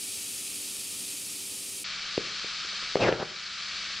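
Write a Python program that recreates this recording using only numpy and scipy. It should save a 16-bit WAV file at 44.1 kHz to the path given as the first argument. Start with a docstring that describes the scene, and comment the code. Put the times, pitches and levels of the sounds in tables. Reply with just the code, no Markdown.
"""A fine, bright fizz comes first: tiny gas bubbles burst in liquid around a finned metal plate in an
enamel bowl, over a faint room hum. The scene then cuts to a later, coarser foam with a flame held to it.
Gas bubbles catch fire with low pops, and a patch of foam flares with a whoosh.
An automatic gain control turns everything down at these loud moments, and the fizz slowly comes back."""
import sys
import numpy as np
from scipy import signal
from scipy.fft import rfft, irfft
from scipy.io import wavfile
from scipy.ndimage import uniform_filter1d

SR = 44100
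rng = np.random.default_rng(int(sys.argv[2]) if len(sys.argv) > 2 else 0)


def pcm_store(signal):
    """Save signal as 16-bit PCM."""
    levels = np.round(np.clip(np.atleast_2d(signal), -1, 1) * 32767)
    wavfile.write(sys.argv[1], SR, levels.astype(np.int16).T)


N = 176400  # 4 seconds

# Tone of the room's rumble before and after the cut: f/Hz, relative level/dB
EARLY_RUMBLE = [(20, -26), (45, -11.5), (100, 0), (150, -3), (220, 2), (310, 3.5), (350, -5), (420, -3),
                (520, -2), (650, -12.5), (1000, -18.5), (2000, -52)]
LATE_RUMBLE = [(20, 0.5), (35, 3), (50, -3), (110, 1), (160, 0.5), (230, -1), (290, -3), (480, -3),
               (700, -4.5), (1000, -3), (2000, -52)]
# Steady tones of a humming appliance: f/Hz, level/dB
EARLY_HUM = [(102.3, -74.5), (193.8, -66.5), (290.7, -64.5), (387.6, -62)]
LATE_HUM = [(64.6, -70.5), (193.8, -62.5)]
# Time the room's echo takes to fade by 60 dB: f/Hz, t/s
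ECHO_FADE_TIMES = [(100, 0.65), (400, 0.41), (1500, 0.54), (8000, 0.23)]

# Tone of the fine and the coarse fizz: f/Hz, relative level/dB
FINE_TONE = [(410, -52), (700, -22), (862, -26), (907, -21), (1020, -25.5), (1240, -18.5), (1630, -23.5),
             (1760, -18.5), (2080, -17), (2280, -10), (2530, -9.5), (3190, -9.5), (4140, -9), (4540, -6.5),
             (5300, -8.5), (5650, -9), (7820, -5.5), (9140, -4.5), (9750, -5), (12300, -13.5), (15600, -24)]
COARSE_TONE = [(410, -32), (700, -21), (850, -22.5), (1020, -15.5), (1200, -4.5), (1650, -4.5),
               (2080, -6.5), (2250, -2.5), (2900, -3), (3700, -2), (4350, -.5), (4920, -3), (6300, -12),
               (8060, -22.5), (8900, -35.5), (10200, -36.5), (10800, -80), (14000, -77), (22000, -110)]
# Pitches that bowl and plate strengthen or weaken: f/Hz, width/Hz, boost/dB
FINE_RESONANCES = [(2140, 90, -2.5), (2557, 62, 3), (3230, 150, 1), (3620, 110, -2), (3820, 70, 2),
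                   (4050, 50, 5), (4180, 130, -4.5), (4560, 200, 1.5), (5380, 110, 3.5), (5800, 130, -1.5),
                   (6030, 130, 1)]
COARSE_RESONANCES = [(1160, 33, 2), (1288, 46, 3), (1480, 60, 2.5), (1680, 32, 3), (1980, 50, 2),
                     (2090, 77, -0.5), (2270, 120, 2.5), (2520, 100, -2.5), (2680, 90, 1.5),
                     (2870, 100, -3), (3100, 90, 2), (3970, 84, 1.5), (4400, 110, 2), (4770, 130, 1)]
# Loudness of the fizz over time: t/s, level/dB
FINE_LOUDNESS = [(0.0, -36), (0.354, -36), (1.448, -37), (1.784, -37.5), (1.82, -38.5)]
COARSE_LOUDNESS = [(1.84, -35.5), (2.3, -35.5), (2.75, -34.6), (2.95, -35), (3.4, -34), (3.75, -35),
                   (4, -35.5)]
# How alike left and right are: f/Hz, likeness (0 = unrelated, 1 or more = the same)
FINE_LIKENESS = [(800, 0), (1250, 0.8), (1700, 0.57), (2600, 0.92), (3600, 0.83), (7000, 2), (10000, 0.75),
                 (15000, .5)]
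COARSE_LIKENESS = [(800, 0.88), (1400, 0.92), (2800, 1), (4500, 0.99), (6500, 0.66), (9000, 0.1)]
FLAME_LIKENESS = [(100, 1), (600, 0.98), (1100, 0.88), (1800, 0.94), (2700, 1), (5000, 1), (8000, .6)]
# How far the fizz leans to the left: f/Hz, left minus right level/dB
FINE_LEAN = [(60, -1.5), (150, 0.0), (380, 0.0), (950, -0.61), (2380, 0.0), (5980, 0.0), (15000, 1.3)]
COARSE_LEAN = [(60, 0.0), (150, 0.0), (380, 0.5), (950, 2.5), (2380, 0.04), (5980, 3.1), (15000, 0.22)]

# Bubbles catching fire: t/s, level/dB, f/Hz, snap level relative to the pop/dB
BURNING_BUBBLES = [(2.1775, -13, 402, -12), (2.444, -32.5, 400, -15), (2.648, -40.5, 380, -15),
                   (2.731, -43, 560, -18), (2.826, -40.5, 480, -16), (2.9553, -8, 456, -15.5),
                   (3.0898, -6, 440, -19), (3.1246, -5, 444, -14), (3.2265, -14, 480, -24)]
# Course of the flare: t/s, roar level/dB, rush level/dB, middle of the rush f/Hz
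FLARE_COURSE = [(2.955, -58, -62, 2500), (2.968, -23.5, -52, 2500), (2.985, -35, -51, 2500),
                (3.004, -23.5, -47, 2600), (3.016, -21.5, -30, 2650), (3.036, -17, -25, 2600),
                (3.066, -18, -28.5, 1900), (3.09, -15.5, -20.5, 1500), (3.113, -23.5, -39, 1500),
                (3.14, -26, -33, 1500), (3.178, -41.5, -43, 1400), (3.205, -24.5, -36.5, 1400),
                (3.23, -27, -32, 1300), (3.25, -50, -46, 1300), (3.3, -68, -83, 1300)]
# Tone of the swirling flame: f/Hz, relative level/dB
ROAR_TONE = [(20, -21), (50, -12), (75, -10), (130, -1), (210, -3), (300, -0.5), (480, 3), (700, -1.5),
             (1000, -9), (1600, -12.5), (3000, -16), (5500, -22.5), (8000, -41), (10000, -78), (12000, -85)]


def amp(db):
    """Turns decibels into a number to multiply a sound by."""
    return 10 ** (np.asarray(db) / 20)


def unit(x):
    """Scales a signal to an average strength (rms) of 1."""
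    return x / np.sqrt(np.mean(x ** 2) + 1e-20)


def at_pitch(table, hz):
    """Looks up a table between its rows, on a logarithmic frequency scale."""
    f, value = np.transpose(table)
    return np.interp(np.log(hz + 1), np.log(f + 1), value)


def over_time(table):
    """Turns each value column of a time table into one value per sample."""
    times, *columns = np.transpose(table)
    return [np.interp(np.arange(N) / SR, times, column) for column in columns]


def frequencies():
    """Lists the frequencies in the spectrum of a full-length sound."""
    return np.fft.rfftfreq(N, 1 / SR)


def shape_stereo(pair, tone_db, likeness):
    """Blends two unrelated signals into stereo of strength 1, with this tone and left-right likeness."""
    middle, side = rfft(pair)
    likeness = np.clip(likeness, 0, 1)
    side = side * np.sqrt((1 - likeness) / (1 + likeness))
    return unit(irfft(np.array([middle + side, middle - side]) * amp(tone_db), N))


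def room_hum(tone, rumble_db, hum_tones, likeness):
    """The room rumbles softly while an appliance hums on a few steady pitches."""
    t = np.arange(N) / SR
    hum = sum(amp(db) * np.sqrt(2) * np.sin(2 * np.pi * (hz * t + rng.random())) for hz, db in hum_tones)
    rumble = shape_stereo(rng.standard_normal((2, N)), at_pitch(tone, frequencies()), likeness)
    return amp(rumble_db) * rumble + hum


def room_echo(sound, likeness):
    """Sound bounces around a small kitchen, and each pitch dies away at its own speed."""
    middle, side = rng.standard_normal((2, SR // 2))
    side = side * np.sqrt((1 - likeness) / 2)
    hz, t, bands = signal.stft([middle + side, middle - side], SR, nperseg=256)
    fading = amp(-60 * t / at_pitch(ECHO_FADE_TIMES, hz)[:, None])
    tail = signal.istft(bands * fading, SR, nperseg=256)[1]
    tail *= np.minimum(np.arange(tail.shape[1]) / SR / 0.012, 1)  # builds up over 12 ms
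    return signal.fftconvolve(sound, tail / np.linalg.norm(tail[0]), axes=1)[:, :N]


def fizz(tone, resonances, likeness, lean, bubbles_per_s, spread_db, flutter_db, flutter_s):
    """Tiny bubbles burst in loose clusters, each a click coloured by the foam, bowl and plate."""
    hz = frequencies()
    clicks = (rng.random((2, N)) < bubbles_per_s / SR) * rng.choice([-1., 1.], (2, N))
    sizes = amp(spread_db * np.minimum(rng.exponential(1, (2, N)), 6))
    clusters = unit(uniform_filter1d(rng.standard_normal(N), round(flutter_s * SR)))
    bursts = clicks * sizes * amp(flutter_db * clusters)
    octaves_below = np.maximum(np.log2(tone[0][0] / (hz + 1)), 0)  # under the table's lowest pitch
    ringing_db = sum(db / (1 + (2 * (hz - f) / width) ** 2) for f, width, db in resonances)
    tone_db = at_pitch(tone, hz) - 24 * octaves_below + ringing_db
    stereo = shape_stereo(bursts, tone_db, at_pitch(likeness, hz))
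    lean_db = np.outer([.5, -.5], at_pitch(lean, hz))
    return irfft(rfft(stereo) * amp(lean_db), N)


def gas_pops():
    """Each gas bubble burns in one short swing that falls in pitch, with a sharp snap and a low thump."""
    swell_s, pitch_drop_s = 0.0016, 0.00067
    snap_at_s, snap_width_s, snap_band_hz = 0.0011, 0.0006, [1100, 3600]
    thump_hz, thump_db, thump_fade_s = 171, -15.5, 0.0044
    track, t = np.zeros(N), np.arange(0, .03, 1 / SR)
    swell = (t / swell_s * np.exp(1 - t / swell_s)) ** 2
    snap_filter = signal.butter(2, snap_band_hz, "band", fs=SR)
    snap_shape = np.exp(-((t - snap_at_s) / snap_width_s) ** 2)
    thump = amp(thump_db) * np.sin(2 * np.pi * thump_hz * t) * np.exp(-t / thump_fade_s)
    for start_s, db, hz, snap_db in BURNING_BUBBLES:
        pitch_hz = hz * (1 + 0.72 * np.exp(-t / pitch_drop_s))  # starts 72% high
        swing = -swell * np.sin(2 * np.pi * np.cumsum(pitch_hz) / SR)
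        snap_noise = unit(signal.lfilter(*snap_filter, rng.standard_normal(len(t))))
        snap = amp(snap_db) * snap_shape * snap_noise
        start = round(start_s * SR)
        track[start:start + len(t)] += amp(db) * (swing + thump + snap)
    return signal.sosfilt(signal.butter(3, [75, 6000], "band", fs=SR, output="sos"), track)


def foam_flare():
    """Flame races over the foam: a swirling roar, and a rush that falls in pitch as the flame spreads."""
    rush_width_hz = 530
    roar_db, rush_db, middle_hz = over_time(FLARE_COURSE)
    hz, t = frequencies(), np.arange(N) / SR
    likeness = at_pitch(FLAME_LIKENESS, hz)
    roar = shape_stereo(rng.standard_normal((2, N)), at_pitch(ROAR_TONE, hz), likeness)
    # The rush is low noise shifted up to sit around a sliding pitch.
    low_pass = signal.butter(2, rush_width_hz / 2, fs=SR, output="sos")
    low_noise = signal.sosfilt(low_pass, rng.standard_normal((2, 2, N)))
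    phase = 2 * np.pi * np.cumsum(middle_hz) / SR
    shifted = low_noise[0] * np.cos(phase) - low_noise[1] * np.sin(phase)
    rush = shape_stereo(shifted, 0, likeness)
    burning = (t > FLARE_COURSE[0][0]) & (t < FLARE_COURSE[-1][0])
    return (roar * amp(roar_db) + rush * amp(rush_db)) * burning


def scene():
    """Fine fizz plays up to the cut, then coarse fizz and burning gas, all over the room's hum."""
    cut_s, fade_s, echo_db = 1.839, 0.0049, -14.5
    fine = fizz(FINE_TONE, FINE_RESONANCES, FINE_LIKENESS, FINE_LEAN,
                bubbles_per_s=16000, spread_db=2.0, flutter_db=0.36, flutter_s=0.012)
    coarse = fizz(COARSE_TONE, COARSE_RESONANCES, COARSE_LIKENESS, COARSE_LEAN,
                  bubbles_per_s=9000, spread_db=1.0, flutter_db=0.15, flutter_s=0.013)
    early = room_hum(EARLY_RUMBLE, rumble_db=-55.5, hum_tones=EARLY_HUM, likeness=0.74)
    late = room_hum(LATE_RUMBLE, rumble_db=-56.5, hum_tones=LATE_HUM, likeness=0.54)
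    early += fine * amp(over_time(FINE_LOUDNESS)[0])
    late += coarse * amp(over_time(COARSE_LOUDNESS)[0])
    fire = (gas_pops() + foam_flare()) * amp([[.6], [-.6]])  # slightly to the left
    fade = (np.arange(N) / SR - cut_s) / fade_s  # passes through silence at the cut
    fizz_and_hum = early * np.clip(-fade, 0, 1) + late * np.clip(fade, 0, 1)
    return fizz_and_hum + fire + amp(echo_db) * room_echo(fire, likeness=0.85)


def record(dry):
    """Gain control turns loud moments down and recovers slowly; a filter removes the highest treble."""
    limit_db, share_removed, sense_s, recover_db_per_s = -28, 0.59, 0.026, 12.5
    memory = np.exp(-1 / (sense_s * SR))
    power = signal.lfilter([1 - memory], [1, -memory], (dry ** 2).mean(0))
    too_loud_db = np.maximum(10 * np.log10(power + 1e-12) - limit_db, 0)
    recovery_db = np.arange(N) * recover_db_per_s / SR
    # The volume drops quickly, then climbs back at a steady rate.
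    drop_db = np.maximum.accumulate(share_removed * too_loud_db + recovery_db) - recovery_db
    treble_cut = signal.firwin(511, cutoff=15750, window=("kaiser", 9), fs=SR)
    return signal.oaconvolve(dry * amp(-drop_db), treble_cut[None], "same")


dry = scene()
out = record(dry)
pcm_store(out)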